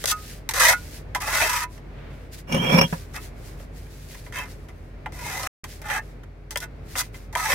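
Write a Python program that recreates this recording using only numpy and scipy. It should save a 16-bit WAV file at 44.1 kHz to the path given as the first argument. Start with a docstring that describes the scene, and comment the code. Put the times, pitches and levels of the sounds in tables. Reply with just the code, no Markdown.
"""Laying a brick with a trowel

A steel trowel taps and scrapes along a wall, beds a brick in wet mortar and cleans off the joint.
Sand grains rasp under the blade, which rings as it lifts. Work clothes rustle and once rub over
a camera's case. An engine labours far off on the open site. The sound cuts out once, briefly."""
import sys
import numpy as np
from scipy import signal
from scipy.fft import rfft, irfft, next_fast_len
from scipy.io import wavfile
from scipy.ndimage import uniform_filter1d, map_coordinates

SR = 44100
rng = np.random.default_rng(int(sys.argv[2]) if len(sys.argv) > 2 else 0)


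def materialize(psi):
    """Save the field psi as 16-bit PCM at rate SR to the path in sys.argv[1].

    A 1-D psi becomes a single channel; in a 2-D psi each row is a channel.
    """
    bounded = np.clip(np.atleast_2d(psi).T, -1, 1)
    quanta = np.round(bounded * 32767).astype(np.int16)
    wavfile.write(sys.argv[1], SR, quanta)


N = 332514
TIME = np.arange(N) / SR
SIZE = 2 * next_fast_len(N // 2 + SR // 2)  # samples used for filtering, with room for tails
HZ = np.fft.rfftfreq(SIZE, 1 / SR)

# how alike both ears hear the work at the wall: (frequency [Hz], likeness [1 or more = identical])
WALL_LIKENESS = [(300, 1.1), (800, 0.75), (1400, 0.63), (2400, 0.48), (4400, 0), (12000, 0)]


def trowel():
    """Scrapes and taps make the blade ring, the brick rasp and the grit hiss."""
    # ringing tones of the blade pressed on brick: (pitch [Hz], width [Hz], level [dB])
    blade_modes = [(1155, 46, -4), (1267.6, 27, 2), (1362, 35, -5.5), (1449, 42, 0), (1656, 36, -2.5),
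                   (1778, 32, 1), (1860, 39, -4.5), (1992, 22, 1), (2082, 30, -2.5), (2160, 36, -0.5),
                   (2436, 31, -4), (2565, 28, 0.5), (2622, 20, 0.5), (3140, 40, -7), (3700, 50, -12)]
    # low, hollow tones of the blade and the brick with its holes: (pitch [Hz], width [Hz], level [dB])
    hollow_modes = [(454, 63, -4.5), (539.5, 35, 0.5), (652, 66, -1), (749, 36, -3), (859, 31, -1.5),
                    (981, 26, -3.5), (1049, 50, -10)]
    # the brick's dull rasp: (frequency [Hz], level [dB])
    brick_spectrum = [(500, -38.5), (900, -17), (1250, -5), (1550, -8), (2000, -1), (2600, -8.5),
                      (3200, -9.5), (5000, -44.5), (9000, -77)]
    # the bright spray of grit: (frequency [Hz], level [dB])
    grit_spectrum = [(1200, -45), (2400, -13), (3300, -2.5), (4300, -2.5), (5100, 0.5), (5900, 0),
                     (6800, -1), (8000, -3.5), (11000, -4), (14000, -6.5), (16000, -15)]
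    # which side is louder: (frequency [Hz], left minus right [dB])
    balance = [(500, 0), (1000, -0.3), (2200, -2), (4400, 1), (12000, 1.5)]
    scrape, scrape_grit, scrape_hollow, scrape_contacts = scrapes()
    knock, tap_grit, thud, tap_contacts = taps()
    # where the edge touches decides which pitch rings most (the focus); it wanders while sliding
    focus = np.interp(TIME, *np.transpose(sorted(scrape_contacts + tap_contacts)))
    sliding = scrape / (scrape + knock + 1e-9)
    focus *= 2 ** (.14 * sliding * wobble(18))
    steel_force = (scrape + knock * amp(-7)) * noise(WALL_LIKENESS)
    steel = ringing(steel_force, blade_modes, focus, falloff_db=9, sway_db=4.5)
    hollow_force = (scrape_hollow + thud) * noise(WALL_LIKENESS)
    hollow = ringing(hollow_force, hollow_modes, focus, falloff_db=14, sway_db=6)
    tones = flexing(steel + hollow, bend_s=.0009)
    brick_force = (scrape * amp(-7.5) + knock) * noise(WALL_LIKENESS)
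    brick = filtered(brick_force, colour(brick_spectrum, ripple_db=4))
    grit_force = (scrape_grit + tap_grit) * noise(WALL_LIKENESS)
    spray = filtered(grit_force, colour(grit_spectrum, ripple_db=2.4))
    rasp = blade_echo(brick + spray, delay_s=.0006, swing=.2, share=.2)
    return filtered(tones + rasp, amp(np.outer([1, -1], along(balance)) / 2))


def scrapes(octaves_per_db=.035):
    """Sand catches under the edge. Gives three force curves and the (time, pitch) of the contacts."""
    # trowel strokes: (start [s], push [s], ease [s], swell [dB], sag [dB],
    # blade [dB], grit [dB], hollow [dB], favoured pitch at the hardest push [Hz])
    strokes = [ (0.066, .048, .004, 9, 1, -30.5, -20, -38, 1400),
               (0.535, .128, .07, 18, 8, -15, -16, -20, 2000),
               (1.2, .215, .222, 11, 6.5, -24, -26.5, -29, 1850),
               (3.13, .03, .022, 17, 12, -32.5, -37, -40, 1450),
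               (4.326, .058, .1, 13, 24, -31.5, -39, -38.5, 1900),
               (5.12, .22, .135, 15, 2, -34.5, -36, -36.5, 2100),
               (5.835, .11, .044, 20, 6, -26, -35.5, -31, 1800),
               (6.604, .033, .01, 13, 6.5, -34, -38.5, -41, 1800),
               (6.956, .052, .006, 9, 3.5, -31, -24.5, -37, 1350),
               (7.365, 0.22, .02, 9, -2, -23.5, -27, -27.5, 1450), ]
    sand = friction(grain_rate=1500, grain_db=2.4, catch_rate=140, catch_db=1.8)
    blade, grit, hollow = np.zeros((3, N))
    contacts = []
    for start, push, ease, swell_db, sag_db, blade_db, grit_db, hollow_db, hz in strokes:
        rubbing = pressure(start, push, ease, swell_db, sag_db) * sand
        blade += amp(blade_db) * rubbing
        grit += amp(grit_db) * rubbing
        hollow += amp(hollow_db) * rubbing
        # a lighter touch favours lower tones
        for at, lighter_db in [(start, swell_db), (start + push, 0), (start + push + ease, sag_db)]:
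            contacts.append((at, hz * 2 ** (-octaves_per_db * lighter_db)))
    return blade, grit, hollow, contacts


def taps(contact_s=.0057, dwell_s=.011, thud_hz=1300):
    """Steel hits brick, then crunches briefly. Gives three force curves and the contacts."""
    # taps: (time [s], knock [dB], grit [dB], favoured pitch [Hz], time for the crunch to fade 60 dB [s])
    hits = [ (0.04, -27, -22.5, 480, .03), (0.0567, -31, -16, 1900, .026), (0.4904, -25, -19, 1684, 0.039),
            (0.5096, -31, -28, 1780, 0.063), (0.5367, -33, -29, 1050, .06), (1.1488, -24, -26, 1100, .09),
            (1.275, -28, -44, 1400, 0.037), (1.414, -20, -31, 1600, .06), (1.7776, -47, -53, 1100, .05),
            (3.5988, -47, -54, 500, .03), (3.866, -50, -56, 1900, .025), (4.146, -42, -46, 2070, 0.06),
            (4.2642, -45, -70, 750, .05), (4.324, -37, -44, 1916, .04), (4.6859, -46, -52, 1400, .11),
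            (5.0595, -29.5, -47, 1200, .055), (5.122, -45, -47, 2010, 0.033), (5.432, -37, -36, 1406, .04),
            (5.469, -28, -33, 2250, .055), (5.6408, -34, -35, 2000, 0.063), (5.8169, -40, -42, 1150, .07),
            (5.9, -27, -41, 1700, 0.071), (6.2343, -46, -53, 1600, .045), (6.5076, -39, -32, 1732, .11),
            (6.558, -20, -28, 1450, .028), (6.5729, -39, -24.5, 1460, 0.049), (6.603, -46, -33, 1808, .04),
            (6.9542, -27.5, -41, 1100, .055), (7.1436, -41, -51, 1800, 0.073), (7.327, -45, -43, 750, 0.12),
            (7.3521, -23, -29, 720, .055), (7.519, -25, -39, 2000, .1)]
    times, knock_db, grit_db, hz, fade_s = np.transpose(hits)
    instant = np.full(len(times), contact_s)
    knock = blows(times, knock_db, fade_s) + blows(times, knock_db, instant)
    grit = blows(times, grit_db, fade_s) + blows(times, grit_db - 8, instant)
    thud = blows(times, knock_db + 7 * np.log2(thud_hz / hz), fade_s)  # lower taps thud more
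    contacts = list(zip(times, hz)) + list(zip(times + dwell_s, hz))  # each stays briefly on one spot
    return knock, grit, thud, contacts


def flexing(sound, bend_s):
    """Changing pressure bends the steel, so its pitches glide a little."""
    clock = TIME + bend_s * np.clip(wobble(7), -2, 2)
    return np.array([np.interp(clock, TIME, side) for side in sound])


def blade_echo(sound, delay_s, swing, share):
    """A copy bounces off the tilting blade; its changing delay sweeps the tone of the rasp."""
    delay = delay_s * np.exp(swing * wobble(6))
    echo = np.array([map_coordinates(side, [(TIME - delay) * SR], order=3) for side in sound])
    return (sound + share * echo) / np.hypot(1, share)


def blade_ring(attack_s=.0022):
    """Lifted off the wall that damped it, the blade rings on in three tones."""
    # tones of the free blade: (pitch [Hz], time to fade 60 dB [s])
    free_modes = [(990, 0.15), (1254, 0.21), (1445, 0.13)]
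    # the blade springs clear: (time [s], first tone [dB], second tone [dB], third tone [dB])
    lifts = [(0.118, -46, -20, -26), (0.732, -32.5, -59, -14), (1.158, -23, -62, -55),
             (1.635, -26, -55, -48)]
    ring = np.zeros(N + SR)
    t = np.arange(SR // 2) / SR
    attack = 1 - np.exp(-t / attack_s)
    for start, *levels in lifts:
        for db, (hz, fade_s) in zip(levels, free_modes):
            tone = amp(db - 60 * t / fade_s) * np.sin(2 * np.pi * hz * t)
            ring[round(start * SR):][:len(t)] += attack * tone
    return ring[:N] * amp([[-1.5], [1.5]])  # a little to the right


def camera_rub(body_hz=165, click_s=.034, drag_hz=2550, hard_bump_hz=5000):
    """The jacket drags over the camera: its body rumbles, its openings scuff and its case rings."""
    # drags: (start [s], push [s], ease [s], swell [dB], sag [dB], rumble [dB], scuff [dB], ring [dB])
    drags = [(2.466, .094, .065, 23, 6, -20, -26, -31), (2.621, .155, .02, 9, 1, -18.5, -20.5, -23.5),
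             (2.824, .01, .022, 1, 14, -18.5, -29, -26)]
    # bumps on the camera: (time [s], thump [dB], scuff [dB], ring [dB], time to fade 60 dB [s])
    bumps = [(2.523, -24, -33, -20, .03), (2.545, -16, -27, -22, .04), (2.566, -13, -23.5, -43, 0.023),
             (2.785, -20, -17, -16, .03), (2.812, -12, -12, -7, .08), (2.926, -16, -22, -39, .105)]
    # ringing tones of the case: (pitch [Hz], width [Hz], level [dB])
    case_modes = [(2333, 50, 3), (2840, 34, 0), (3230, 85, -7), (5426, 31, -3), (5600, 34, -4),
                  (6310, 49, -6), (9140, 70, -8), (12100, 150, -7.5)]
    # the body's low rumble: (frequency [Hz], level [dB])
    body_spectrum = [(50, -41), (95, -14.5), (135, -3), (168, 4.5), (205, -3.5), (240, -2), (310, -22.5),
                     (600, -48.5)]
    # cloth brushing the openings: (frequency [Hz], level [dB])
    scuff_spectrum = [(150, -22), (330, -1.5), (530, 2), (760, -4.5), (1050, -5), (1400, -7.5),
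                      (1900, -9.5), (4000, -33), (9000, -30), (16000, -33)]
    times, thump_db, knock_db, click_db, fade_s = np.transpose(bumps)
    rumble, ring = np.zeros((2, N))
    scuff = blows(times, knock_db, fade_s)
    cloth = friction(grain_rate=630, grain_db=.5, catch_rate=90, catch_db=2)
    for *movement, rumble_db, scuff_db, ring_db in drags:
        rubbing = pressure(*movement) * cloth
        rumble += amp(rumble_db) * rubbing
        scuff += amp(scuff_db) * rubbing
        ring += amp(ring_db) * rubbing
    thumps = blows(times, thump_db, fade_s) * np.sin(2 * np.pi * body_hz * TIME)
    body = filtered(rumble * noise([(170, .97)]), colour(body_spectrum))
    body += uniform_filter1d(thumps, size=40)
    scuff_noise = noise([(300, .3), (640, .39), (1400, -.45), (3000, -.12)])
    openings = filtered(scuff * scuff_noise, colour(scuff_spectrum, ripple_db=3))
    # the harder a bump, the higher the tones it favours
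    clicks = blows(times, click_db, np.full(len(times), click_s))
    hardness = np.minimum(clicks / amp(-7), 1)
    focus = drag_hz + (hard_bump_hz - drag_hz) * hardness
    case = ringing((ring + clicks) * noise([(3000, .15)]), case_modes, focus, falloff_db=6, sway_db=4)
    case += squeal(width_hz=190)
    return body + openings * amp([[-1.2], [1.2]]) + case * amp([[-2.2], [1.8]])


def squeal(width_hz, edge_s=.005):
    """Cloth sticks and slips on the case in a thin, rough tone that slides up and back."""
    # the path of the squeal: (time [s], pitch [Hz], level [dB])
    glide = [(2.57, 3000, -41), (2.60, 3170, -28), (2.65, 3250, -34), (2.69, 3250, -23.5),
             (2.73, 3330, -29.5), (2.77, 3420, -44), (2.82, 3230, -35), (2.86, 3240, -29.5),
             (2.88, 3200, -51)]
    times, hz, db = np.transpose(glide)
    phase = 2 * np.pi * np.cumsum(np.interp(TIME, times, hz)) / SR
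    gate = np.clip(np.minimum(TIME - times[0], times[-1] - TIME) / edge_s + 1, 0, 1)
    tone = [wobble(width_hz) * np.cos(phase) + wobble(width_hz) * np.sin(phase) for _ in range(2)]
    return amp(np.interp(TIME, times, db)) * gate * np.array(tone)


def clothes():
    """Sleeves and gloves swish as the arms move; the padded jacket sounds duller as the body turns."""
    # swishes of sleeves and gloves: (fastest moment [s], level [dB], rise [s], fall [s])
    arm_moves = [ (0.03, -41, .1, 0.056), (0.3, -41, .2, .1), (0.84, -47, .25, .16), (0.97, -46, .07, .055),
                 (1.735, -51, .055, .08), (2.17, -62, .1, .17), (2.335, -43, 0.023, .045),
                 (2.39, -46, 0.017, 0.039), (2.9, -42, 0.13, .2), (3.24, -47, 0.13, .075),
                 (3.45, -50, .11, .19), (3.61, -56, 0.053, .07), (3.79, -53, .07, .14),
                 (4.15, -47, .36, 0.22), (4.51, -48, .06, .05), (4.58, -59, 0.12, .13),
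                 (4.82, -65, .14, .17), (5.71, -43.5, 0.054, .11), (6.04, -59.5, .05, .16),
                 (6.935, -44, .085, 0.059), (7.04, -44, .04, 0.056), (7.165, -47, 0.037, .1)]
    # one turn of the body: (fastest moment [s], level [dB], rise [s], fall [s])
    body_turn = (2, -49.5, 0.14, 0.4)
    # the bright hiss of cloth: (frequency [Hz], level [dB])
    cloth_spectrum = [(880, -39.5), (1500, -3), (2160, -2.5), (3180, -4.5), (4870, -2.5), (8740, -6.5),
                      (11800, -6.5), (16000, -11.5)]
    # the dull brush of padding: (frequency [Hz], level [dB])
    padding_spectrum = [(150, -2), (450, 0.5), (1000, -8), (2000, -6), (3600, -13), (4800, -24.5),
                        (10000, -44)]
    stir = amp(-84 + 3 * wobble(5))  # clothes are never quite still
    motion = stir + sum(swish(*move) for move in arm_moves)
    weave = friction(grain_rate=810, grain_db=1.5, catch_rate=26, catch_db=2)
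    sleeves = filtered(motion * weave * noise(WALL_LIKENESS), colour(cloth_spectrum))
    jacket = filtered(swish(*body_turn) * weave * noise(WALL_LIKENESS), colour(padding_spectrum))
    return sleeves + jacket


def swish(peak_s, db, rise, fall):
    """Gain of cloth that speeds up and slows down; it is 21 dB lower at the ends of rise and fall."""
    away = np.maximum((peak_s - TIME) / rise, (TIME - peak_s) / fall)
    return amp(db - 21 * np.minimum(away, 10) ** 1.9)


def engine(idle_hz=46.2, surge_hz=4.9):
    """A far engine fires faster in regular surges and settles back towards idle after each."""
    # the engine's tones: (multiple of the firing rate, level [dB])
    harmonics = [(1, -43), (3, -53), (5, -59.5), (6, -65), (7, -65), (9, -61)]
    first_s, every_s, run_up_s, settle_s = .645, 1.465, .15, .22
    since = (TIME - first_s) % every_s
    surge = np.minimum(since / run_up_s, 1) * np.exp(-np.maximum(since - run_up_s, 0) / settle_s)
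    phase = 2 * np.pi * np.cumsum(idle_hz + surge_hz * surge) / SR
    tones = sum(amp(db + wobble(4)) * np.sin(round(k) * phase + .33 * wobble(5)) for k, db in harmonics)
    return np.sqrt(2) * tones


def motor(hz=84.5, level_db=-49.5):
    """A motor hums on one slightly wavering note."""
    gain = np.sqrt(2) * amp(level_db + 1.1 * wobble(1))
    return gain * np.sin(2 * np.pi * hz * TIME + .47 * wobble(3.3))


def open_air(level_db=-43):
    """The open site gives a low rush that gently swells and fades."""
    # the rush of the air: (frequency [Hz], level [dB])
    air_spectrum = [(15, -20.5), (25, -13), (40, -5.5), (65, -1.5), (110, -2), (160, -7), (200, -12.5),
                    (400, -14), (600, -16), (950, -24), (2260, -27), (3000, -36.5), (4400, -39.5),
                    (8000, -50.5), (16000, -54)]
    # how alike both ears hear it: (frequency [Hz], likeness [1 = identical])
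    air_likeness = [(60, 0.91), (160, 0.95), (400, 0.46), (1000, 0.1), (4000, 0.092)]
    air = filtered(noise(air_likeness), colour(air_spectrum))
    return amp(level_db + 1.83 * wobble(2.487)) * air


def ringing(force, modes, focus, falloff_db, sway_db):
    """An object rings at its own pitches (modes); each sways in level and is weaker far from the focus."""
    gains = np.array([amp(db - falloff_db * np.abs(np.log2(hz / focus)) + sway_db * wobble(16))
                      for hz, _, db in modes])
    gains /= np.linalg.norm(gains, axis=0)
    sound = np.zeros((2, N))
    for k, ((hz, width, _), gain) in enumerate(zip(modes, gains)):
        b, a = signal.iirpeak(hz, hz / width, SR)
        sound += (-1) ** k * np.sqrt(SR / (np.pi * width)) * signal.lfilter(b, a, force * gain)
    return sound


def pressure(start, push, ease, swell_db, sag_db, bite_s=.008, release_db_per_s=1100):
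    """Gain of one rubbing movement: it bites, swells with the push, sags and lets go."""
    t = TIME - start
    rising = np.clip(1 - t / push, 0, 1) ** 1.7
    easing = np.clip((t - push) / ease, 0, 1) ** 1.7
    released_s = np.maximum(t - push - ease, 0)
    level_db = -swell_db * rising - sag_db * easing - release_db_per_s * released_s
    return np.clip(t / bite_s, 0, 1) * amp(level_db)


def friction(grain_rate, grain_db, catch_rate, catch_db):
    """Uneven rubbing: quick single grains, bunched by slower catches (rates are per second)."""
    return unit(amp(grain_db * wobble(grain_rate) + catch_db * wobble(catch_rate)))


def blows(times, levels_db, fades_s):
    """Gain that jumps at each blow and drops 60 dB over its fade time."""
    gain = np.zeros(N + SR)
    t = np.arange(SR // 4) / SR
    for start, db, fade_s in zip(times, levels_db, fades_s):
        gain[round(start * SR):][:len(t)] += amp(db - 60 * t / fade_s)
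    return gain[:N]


def noise(likeness):
    """White stereo noise; (frequency, likeness) points say how alike left and right are."""
    angle = np.arccos(np.clip(along(likeness), -1, 1)) / 2
    mid, side = filtered(rng.standard_normal((2, N)), np.array([np.cos(angle), np.sin(angle)]))
    return np.array([mid + side, mid - side])


def colour(spectrum, ripple_db=0):
    """A filter shape that keeps white noise equally strong; ripple stands for many small resonances."""
    ripple = np.interp(HZ, np.arange(0, SR, 60), rng.standard_normal(SR // 60))
    cepstrum = irfft(np.log(amp(along(spectrum) + ripple_db * ripple)))
    # folding this onto its first half makes the filter ring after a hit, never before
    cepstrum[1:SIZE // 2] *= 2
    cepstrum[SIZE // 2 + 1:] = 0
    return unit(np.exp(rfft(cepstrum)))


def filtered(sound, response):
    """Turn each frequency of a sound up or down by the response."""
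    return irfft(rfft(sound, SIZE) * response, SIZE)[..., :N]


def along(points):
    """Join (frequency, value) points into a curve on a log frequency scale."""
    hz, values = np.transpose(points)
    return np.interp(np.log(HZ + 1), np.log(hz + 1), values)


def wobble(rate):
    """A smooth curve through `rate` random values a second."""
    return map_coordinates(rng.standard_normal(int(N * rate / SR) + 4), [TIME * rate], order=2)


def unit(x):
    """Scale to an average power of 1."""
    return x / np.sqrt(np.mean(np.abs(x) ** 2) + 1e-20)


def amp(db):
    """Turn decibels into a gain."""
    return 10 ** (np.asarray(db) / 20)


def scene():
    """The work at the wall, the rub on the camera and the site behind."""
    return trowel() + blade_ring() + clothes() + camera_rub() + engine() + motor() + open_air()


def record(dry):
    """The sound cuts out for a moment, and the very highest treble is removed."""
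    # the silent gap: (start [s], end [s])
    gap = (5.474, 5.636)
    top_hz = 16000
    audible = (TIME < gap[0]) | (TIME > gap[1])
    gate = uniform_filter1d(audible.astype(float), size=64)
    return filtered(dry * gate, 1 / (1 + (HZ / top_hz) ** 120))


dry = scene()
out = record(dry)
materialize(out)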